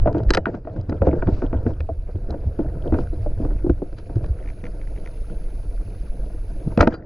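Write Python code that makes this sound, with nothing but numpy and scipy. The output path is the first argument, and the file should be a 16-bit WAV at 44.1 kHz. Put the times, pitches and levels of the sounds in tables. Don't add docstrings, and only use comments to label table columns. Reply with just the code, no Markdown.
import sys
import numpy as np
from scipy import signal
from scipy.fft import rfft, irfft
from scipy.io import wavfile
from scipy.ndimage import uniform_filter1d

SR = 44100
rng = np.random.default_rng(int(sys.argv[2]) if len(sys.argv) > 2 else 0)


def int16_out(signal):
    q = np.round(np.clip(np.atleast_2d(signal).T, -1, 1) * 32767)
    wavfile.write(sys.argv[1], SR, q.astype(np.int16))


N = 311257


# start_s, heave_db, buffet_db, slosh_db
CURRENT = [(0.0, -12, -26.5, -33.5), (0.21, -45, -24.5, -46), (0.31, -15, -32, -32.5),
           (0.43, -40.5, -35.5, -47.5), (0.76, -38.5, -36, -50), (1.16, -24, -30.5, -32.5),
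           (2.0, -32.5, -34.5, -49), (2.37, -28, -40.5, -42.5), (2.87, -27.5, -28, -41.5),
           (3.08, -24.5, -30.5, -43), (3.53, -22, -31.5, -41), (3.98, -34, -41.5, -49),
           (4.24, -25.5, -39, -41), (4.55, -30, -43.5, -44), (6.24, -26, -42.5, -44.5),
           (6.77, -30.5, -39.5, -42.5), (6.81, -16.5, -25, -33.5), (7.05, -46, -48.5, -44)]
# pitch_hz, relative_level_db
HEAVE_COLOUR = [(4.7, -44), (8.0, -6.5), (26, -3), (50, -6), (65, -47), (110, -120)]


def heave():
    return water(HEAVE_COLOUR, along(CURRENT, 1), size=4096, patchy_db=0, flicker_db=0)


# pitch_hz, relative_level_db
BUFFET_COLOUR = [(26, -44.5), (45, -4.5), (94, 9), (160, -21.5), (210, -45.5), (350, -120)]
PUSHED_BUFFET_DB = -21


def buffet(pushed):
    level_db = summed(along(CURRENT, 2), pushed + PUSHED_BUFFET_DB)
    return water(BUFFET_COLOUR, level_db, size=2048, patchy_db=-0.66, flicker_db=2.5)


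# pitch_hz, relative_level_db
SLOSH_COLOUR = [(82, -32.5), (140, 9), (249, -8.5), (312, 2.5), (403, -6), (485, -0.5), (545, -7),
                (680, -5.5), (760, -19), (950, -20.5), (1240, -55), (2090, -120)]
STIRRED_SLOSH_DB = -22.5


def slosh(stirred):
    level_db = summed(along(CURRENT, 3), stirred + STIRRED_SLOSH_DB, scrapes(column=4))
    return water(SLOSH_COLOUR, level_db, size=1024, patchy_db=1.5, flicker_db=3.0)


GURGLE_UNDER_SLOSH_DB, STIRRED_GURGLE_DB = -19, -50.5


def gurgle_db(stirred):
    return summed(along(CURRENT, 3) + GURGLE_UNDER_SLOSH_DB, stirred + STIRRED_GURGLE_DB, scrapes(column=3))


# pitch_hz, relative_level_db
GURGLE_COLOUR = [(530, -29.5), (900, 2), (994, -6.5), (1350, -1), (1530, -0.5), (2100, -18), (2730, -35),
                 (4620, -120)]


def gurgle(stirred):
    return water(GURGLE_COLOUR, gurgle_db(stirred), size=512, patchy_db=2.8, flicker_db=2.0)


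# pitch_hz, relative_level_db
SWISH_COLOUR = [(1180, -37.5), (2000, 1), (2540, 3.5), (3080, -7.5), (4840, -3), (5420, -9), (6360, -12.5),
                (8750, -27.5), (9610, -20), (9800, -24.5), (12700, -45), (21600, -120)]
SWISH_DB, SWISH_SHARE, WHINE_FULL_DB = -64, 0.58, -64
STIRRED_SWISH_DB = -61


def swish(stirred):
    calm_db = SWISH_DB + SWISH_SHARE * (along(WHINE, 2) - WHINE_FULL_DB)
    level_db = summed(calm_db, stirred + STIRRED_SWISH_DB, scrapes(column=2))
    return water(SWISH_COLOUR, level_db, size=256, patchy_db=2.5, flicker_db=1.2)


# middle_s, length_s, swish_db, gurgle_db, slosh_db
# (each end of the length lies 20 dB below the middle)
SCRAPES = [(0.188, .1, -70, -55.5, -28.5), (0.345, 0.052, -51, -32.5, -28.5), (.49, .06, -67, -54.5, -26),
           (0.553, 0.092, -67, -53, -33), (0.767, 0.15, -71, -61.5, -34), (1.068, .06, -62, -51, -30),
           (1.193, 0.17, -67.5, -51.5, -34), (1.355, 0.26, -58, -59.5, -37), (1.447, .06, -66, -51, -25.5),
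           (1.691, 0.11, -63, -52, -29.5), (2.097, .1, -82, -58.5, -44.5), (2.319, 0.12, -75, -53.5, -35),
           (2.688, 0.077, -77, -60, -39), (2.87, 0.095, -69, -56, -29), (2.997, 0.11, -57.5, -53, -35),
           (3.23, 0.061, -63, -69.5, -58), (3.448, 0.089, -64.5, -55, -30), (3.988, 0.055, -61, -56, -40),
           (4.66, 0.06, -66, -60, -41), (6.723, 0.043, -66, -54, -37.5), (6.817, 0.066, -42, -35, -19),
           (6.925, 0.086, -60, -44.5, -31)]


def scrapes(column):
    t = np.arange(N) / SR
    return summed(*(row[column] - 20 * ((t - row[0]) / row[1] * 2) ** 2 for row in SCRAPES))


STIR_SHARE, SWELL_S, SETTLE_S, SETTLE_TIMES = 0.55, 0.013, 0.029, 3.3


def stir(bumps):
    t = np.arange(0, N + 64, 64) / SR
    fades = []
    for s, db, t60 in bumps:
        settle_s = SETTLE_S + SETTLE_TIMES * t60
        fades.append(STIR_SHARE * db - 60 * np.maximum((s - t) / SWELL_S, (t - s) / settle_s))
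    return np.interp(np.arange(N) / SR, t, summed(*fades))


def water(colour, level_db, size, patchy_db, flicker_db):
    frames, hz = 4 * N // size + 5, np.fft.rfftfreq(size, 1 / SR)
    a, b, c, d, patches = rng.standard_normal((frames, len(hz), 5)).T
    patches = uniform_filter1d(patches, size=5, axis=0)
    patches = evened(uniform_filter1d(patches, size=6, axis=1))
    flicker = evened(uniform_filter1d(rng.standard_normal(frames), size=3))
    shape_db = read(colour, hz)[:, None] + patchy_db * patches + flicker_db * flicker
    spectra = np.array([a + 1j * b, c + 1j * d]) * gain_of(shape_db)
    one, other = signal.istft(spectra, nperseg=size, noverlap=3 * size // 4)[1][:, :N]
    return gain_of(level_db) * evened(ports(one, other))


# start_s, level_db, pitch_hz, t60_s
THUMPS = [(0.071, -14.5, 117.6, 0.24), (0.26, -4, 46.6, 0.25), (0.791, -8, 83.7, 0.06),
          (0.884, -13, 98.4, 0.059), (1.01, -5.5, 75.6, 0.12), (1.074, -7.5, 70, 0.19),
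          (1.266, -5, 97, 0.076), (1.322, -6.5, 90.4, .09), (1.539, -13, 66.1, 0.19),
          (1.655, -8.5, 93.5, 0.1), (1.799, -12, 73.6, 0.11), (1.888, -27, 108, 0.18),
          (2.147, -10, 85.5, 0.083), (2.301, -11.5, 66.2, 0.11), (2.459, -6.5, 75.5, 0.14),
          (2.681, -19.5, 88.2, 0.15), (2.92, -17, 89.4, 0.21), (3.358, -31, 68, 0.45),
          (3.694, -3, 60.4, 0.1), (4.157, -8, 109.2, 0.081), (4.228, -9.5, 73.7, 0.064),
          (4.298, -9, 62.5, 0.12), (6.662, -16, 147.4, 0.089), (6.8, 0.5, 73.7, 0.091)]


def thumps():
    out = np.zeros(N)
    for s, db, hz, t60 in THUMPS:
        add(out, s, gain_of(db) * ring(hz, t60, rise=0.27))
    return out


# pitch_hz, level_db, t60_s (time to die by 60 dB)
CASE = [(178, -0.5, 0.023), (299.2, -0.5, 0.067), (497, 0.5, 0.046), (658, 1, 0.048), (914, 0, 0.026),
        (1430, 3, 0.01), (1843, 2, 0.011), (2220, 1, 0.007), (3160, 2, 0.0063), (4030, 1, 0.014),
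        (4820, 1.5, 0.0083), (6040, -10, 0.0097), (8050, -22, 0.0069)]
# start_s, level_db, pitch_hz of the extra ring at the spot struck,
# rap_db (how far the contact shakes pitches near 1500 Hz), contact_t60_s
KNOCKS = [(0.058, -9, 642, -20.5, 0.013), (0.073, -8, 605, -15.5, 0.1), (0.146, -10.5, 330, -19, 0.16),
          (0.17, -20, 325, -32.5, 0.11), (0.201, -17.5, 439, -19.5, 0.03), (0.303, -8.5, 346.5, -22, 0.02),
          (0.373, -9.5, 538, -10, 0.04), (0.378, -18.5, 178, -28, 0.012), (0.466, -12, 350, -9, 0.096),
          (0.543, -20.5, 253.4, -16.5, 0.013), (0.649, -32, 314, -10.5, 0.058),
          (0.672, -25.5, 645, -10.5, 0.16), (0.762, -25, 334, -20, 0.098), (0.892, -20, 255, -21.5, 0.31),
          (0.922, -18.5, 295, -15, 0.037), (1.018, -8.5, 532, -23, 0.11), (1.07, -6.5, 527, -24, 0.072),
          (1.087, -9.5, 322, -20.5, 0.014), (1.129, -12.5, 351, -22.5, 0.084),
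          (1.223, -16.5, 364, -5.5, 0.047), (1.273, -11.5, 168, -18, 0.08), (1.284, -10, 327, -24.5, 0.058),
          (1.42, -17.5, 355, -12.5, 0.11), (1.436, -17.5, 329, -35, 0.061),
          (1.529, -17, 242.6, -13.5, 0.22), (1.663, -10.5, 236.5, -37, 0.037),
          (1.802, -30, 512, -27, 0.046), (1.89, -19.5, 653, -25.5, 0.056), (2.154, -31, 313, -29, 0.049),
          (2.303, -27.5, 667, -17, 0.18), (2.34, -22.5, 562, -20.5, 0.038), (2.47, -25, 216, -47, 0.069),
          (2.59, -12, 298, -27.5, 0.13), (2.768, -28.5, 250, -28, 0.044), (2.857, -24.5, 382, -24.5, 0.19),
          (2.923, -8, 257, -25, 0.096), (2.942, -14, 313, -14, 0.099), (2.986, -15.5, 341, -16, 0.025),
          (3.129, -24.5, 310, -32, 0.096), (3.262, -19, 587, -44.5, 0.03), (3.4, -17, 237.4, -62, 0.15),
          (3.449, -19, 298, -17.5, 0.037), (3.506, -27.5, 318, -12, 0.12),
          (3.644, -13, 344.5, -65.5, 0.025), (3.664, -12.5, 346, -40, 0.021),
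          (3.696, -5, 340, -49.5, 0.014), (3.82, -18, 364, -34.5, 0.013), (4.095, -30, 300, -13.5, 0.36),
          (4.163, -20, 343, -36, 0.036), (4.239, -29.5, 524, -31, 0.028), (4.635, -27.5, 197, -22, 0.11),
          (5.301, -33.5, 197.4, -30, 0.098), (6.195, -37.5, 500, -42, 0.02),
          (6.671, -17, 206, -48.5, 0.013), (6.775, -3.5, 232, -22.5, 0.06), (6.791, -12, 362, -10.5, 0.048),
          (6.806, 0, 574, 2, 0.11), (6.827, -3.5, 603, -7, 0.014), (6.872, -2, 227.5, -12, 0.029)]


def knocks():
    out = np.zeros(N)
    chances = rng.standard_normal((len(KNOCKS), 4096))
    for (s, db, hz, rap_db, t60), chance in zip(KNOCKS, chances):
        hardness = [(np.clip(hz, 400, 700), -6), (1500, rap_db), (3000, rap_db - 23.5)]
        modes = CASE[:8] + [(hz, 6, .04)]
        add(out, s, gain_of(db) * struck(modes, hardness, t60, chance, blow=1.27, rise=0.66))
    return out


# start_s, level_db, pitch_hz of the extra ring,
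# crack_db (how far the contact shakes pitches near 4500 Hz), contact_t60_s
TICKS = [(0.072, -43.5, 1410, -9, 0.019), (0.1277, -40.5, 1340, -7, 0.01), (0.181, -36.5, 1350, -14, 0.02),
         (0.2334, -41, 1340, -9, 0.009), (0.2925, -31.5, 1850, -18, 0.015), (0.3051, -6, 1617, -9.5, 0.013),
         (0.3362, -12.5, 1875, -7, 0.038), (0.3479, -10, 1664, -9.5, 0.016),
         (0.3715, -14, 1740, -17.5, 0.02), (0.4565, -12.5, 1476, -38, 0.0012),
         (0.549, -39.5, 1370, -17, 0.012), (0.762, -50.5, 1400, -8, 0.01), (0.8112, -46, 1330, -2, 0.0091),
         (0.8955, -33, 1790, -9.5, 0.015), (0.9258, -31, 1400, -43.5, 0.0063),
         (1.0189, -22.5, 1380, -53, 0.0063), (1.053, -40.5, 1520, -26, 0.01), (1.067, -37, 1300, -19, 0.01),
         (1.2218, -29.5, 1450, -42, 0.0067), (1.2711, -30, 1640, -31, 0.0088),
         (1.5295, -37, 1505, -32, 0.012), (1.6642, -29, 1360, -44, 0.019), (1.8042, -31, 2430, -22, 0.012),
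         (2.306, -35, 3970, -6, 0.0061), (2.9412, -33, 1310, -31, 0.025), (2.9866, -38, 1340, -22, 0.0062),
         (3.0713, -41.5, 1460, -25, 0.012), (3.696, -28.5, 1480, -27.5, 0.012),
         (3.928, -46, 1560, -37, 0.011), (3.9846, -38, 1620, -15.5, 0.028), (4.156, -41, 1540, -10, 0.009),
         (4.2425, -36.5, 1210, -21, 0.011), (4.261, -42.5, 1580, -10, 0.01),
         (5.2984, -44, 1500, -28, 0.014), (6.7748, -19, 2610, -24, 0.0072),
         (6.8091, -2, 1355, -16.5, 0.0096), (6.874, -13, 1454, -21.5, 0.0097),
         (6.94, -30.5, 1430, -20, 0.063)]


def ticks():
    out = np.zeros(N)
    chances = rng.standard_normal((len(TICKS), 4096))
    for (s, db, hz, crack_db, t60), chance in zip(TICKS, chances):
        hardness = [(700, -24), (1400, -7.0), (2600, -13.5), (4500, crack_db), (9000, crack_db + 8.0)]
        modes = CASE[3:] + [(hz, 5, .012)]
        add(out, s, gain_of(db) * struck(modes, hardness, t60, chance, blow=0.98, rise=0.88))
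    return out


# start_s, pitch_hz, level_db, t60_s
PINGS = [(.38, 2970, -67, 0.41), (.38, 3700, -75, .4), (6.941, 4730, -48.5, 0.13), (6.941, 4100, -53, 0.08)]


def pings():
    out = np.zeros(N)
    for s, hz, db, t60 in PINGS:
        add(out, s, gain_of(db) * ring(hz, t60, rise=1.5) * np.hanning(8192)[4096:])
    return out


def sprinkle(level_db):
    out = np.zeros(N)
    size = gain_of(level_db + 3.5 + 4.4 * np.minimum(rng.exponential(1, N), 4))
    for hz, db, t60 in CASE[4:9]:
        hits = rng.random(N) < 8.0 / SR
        out += signal.oaconvolve(size * gain_of(db) * hits, ring(hz, t60, rise=0.58))[:N]
    return out


# start_s, length_s, level_db, pitch_hz of the extra ring
CREAKS = [(4.386, .05, -53, 2040), (4.4265, .025, -49, 2000), (4.4593, .005, -44, 2100),
          (4.475, .036, -39.5, 2050), (4.6399, .036, -35.5, 2050), (4.814, .008, -41, 2060),
          (4.873, .008, -40.5, 2080), (4.962, .02, -46, 2070), (5.0603, .02, -36, 2030)]
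# pitch_hz, level_db
SLIP_HARDNESS = [(700, -14.5), (1400, -4), (2300, 1), (3200, -13), (4500, -23), (6000, -5), (9000, -24)]
SLIP_S, SLIP_T60_S = 0.013, 0.014


def creaks():
    out = np.zeros(N)
    all_chances = rng.standard_normal((len(CREAKS), 6, 4096))
    for (s, length, db, hz), chances in zip(CREAKS, all_chances):
        modes = CASE[3:] + [(hz, 3, .01)]
        for at, chance in zip(np.arange(s, s + length, SLIP_S), chances):
            snap = struck(modes, SLIP_HARDNESS, SLIP_T60_S, chance, blow=.8, rise=0.81)
            add(out, at, gain_of(db) * snap)
    return out


def ring(hz, t60, rise):
    t = np.arange(4096) / SR
    return (1 - np.exp(-t * hz / rise)) ** 2 * gain_of(-60 * t / max(t60, .002)) * np.sin(2 * np.pi * hz * t)


def struck(modes, hardness, t60, chance, blow, rise):
    contact = chance * gain_of(-60 * np.arange(4096) / SR / max(t60, .001))
    contact[0] = blow * np.linalg.norm(contact)
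    sound = np.zeros(4096)
    for hz, db, decay in modes:
        shaken = signal.fftconvolve(contact, ring(hz, decay, rise))[:4096]
        sound += gain_of(db + read(hardness, hz)) * shaken / abs(shaken).max()
    return sound / abs(sound).max()


# start_s, pitch_hz, level_db
WHINE = [(.05, 10770, -78), (.15, 10550, -83), (.27, 10900, -75.5), (.42, 10730, -88), (.6, 10620, -87),
         (1.15, 10800, -75), (1.32, 10400, -81), (1.5, 10330, -77), (1.98, 10440, -76.5),
         (2.06, 10600, -75.5), (2.9, 10580, -69.5), (3, 10340, -69), (3.68, 10400, -70.5),
         (3.73, 10350, -75), (3.82, 10470, -72.5), (4.58, 10360, -67.5), (4.66, 10430, -68.5),
         (5.05, 10450, -65), (5.14, 10310, -64.5), (6.52, 10220, -66), (6.75, 10600, -63),
         (6.82, 10300, -80.5), (7.05, 10700, -99)]
# offset_hz, direction (1 along, -1 against), level_db against the whine
PARTNERS = [(0, 1, 0), (24000, -1, -17), (3900, 1, -17), (-3900, 1, -12)]
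FRAME_HZ = 60


def whine():
    frame = 2 * np.pi * FRAME_HZ * np.arange(N) / SR
    wobble = np.sin(frame) + 0.53 * np.sin(2 * frame + 1.1) + .3 * np.sin(3 * frame + 2.1)
    waver = evened(uniform_filter1d(rng.standard_normal(N), size=300))
    wander = evened(uniform_filter1d(rng.standard_normal(N), size=3000))
    hz = along(WHINE, 1) + 110.0 * wobble + 25. * waver + 20. * wander
    tones = np.zeros(N)
    for offset, way, db in PARTNERS:
        tones += gain_of(db) * np.sin(2 * np.pi * np.cumsum(offset + way * hz) / SR)
    left_right = gain_of([[1.2], [-1.2]])
    return gain_of(along(WHINE, 2)) * (1 + 0.25 * wobble) * tones * left_right


# pitch_hz, likeness (0 to 1)
SAME = [(60, 1), (180, 1), (550, 0.96), (1650, 0.55), (3000, 0.33), (4970, 0.86), (9000, 0.89),
        (15000, 0.99)]
# pitch_hz, lead_radians
LEAD = [(100, 0), (520, .3), (860, -.5), (1460, .1), (2500, -.8), (4300, 0)]
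# pitch_hz, balance_db
TILT = [(60, -0.5), (180, -0.5), (550, 0.5), (1650, 1.5), (4970, -1), (15000, 3)]


def ports(x, apart):
    hz = np.fft.rfftfreq(N, 1 / SR)
    same = np.clip(read(SAME, hz), 0, 1)
    half = gain_of(read(TILT, hz) / 2) * np.exp(.5j * read(LEAD, hz))
    a, b = rfft(x), rfft(apart)
    return irfft([a * half, (same * a + np.sqrt(1 - same ** 2) * b) / half], N)


def gain_of(db):
    return 10 ** (np.asarray(db) / 20)


def evened(x):
    return x / np.sqrt(np.mean(x ** 2) + 1e-20)


def summed(*levels_db):
    return 10 * np.log10(sum(gain_of(db) ** 2 for db in levels_db) + 1e-20)


def read(points, hz):
    f, value = np.transpose(points)
    return np.interp(np.log(hz + 1), np.log(f + 1), value)


def along(table, column):
    rows = np.array(table)
    return np.interp(np.arange(N) / SR, rows[:, 0], rows[:, column])


def add(mix, s, sound):
    part = mix[..., round(s * SR):][..., :len(sound)]
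    part += sound[:part.shape[-1]]


def scene():
    stirred = stir([(s, db, t60) for s, db, _, _, t60 in KNOCKS])
    pushed = stir([(s, db, t60) for s, db, _, t60 in THUMPS])
    river = heave() + buffet(pushed) + slosh(stirred) + gurgle(stirred) + swish(stirred)
    blows = thumps() + knocks() + ticks() + pings() + sprinkle(gurgle_db(stirred)) + creaks()
    blows = ports(blows, signal.hilbert(blows).imag)
    return river + blows + whine()


CEILING, HISS_DB, EDGE_HZ = .98, -99, 15700


def record(dry):
    loud = CEILING * np.tanh(1.184 * dry / CEILING)
    hissing = loud + gain_of(HISS_DB) * rng.standard_normal(N)
    low_pass = signal.firwin(511, EDGE_HZ, window=("kaiser", 9), fs=SR)
    return signal.oaconvolve(hissing, low_pass[None], "same")


dry = scene()
out = record(dry)
int16_out(out)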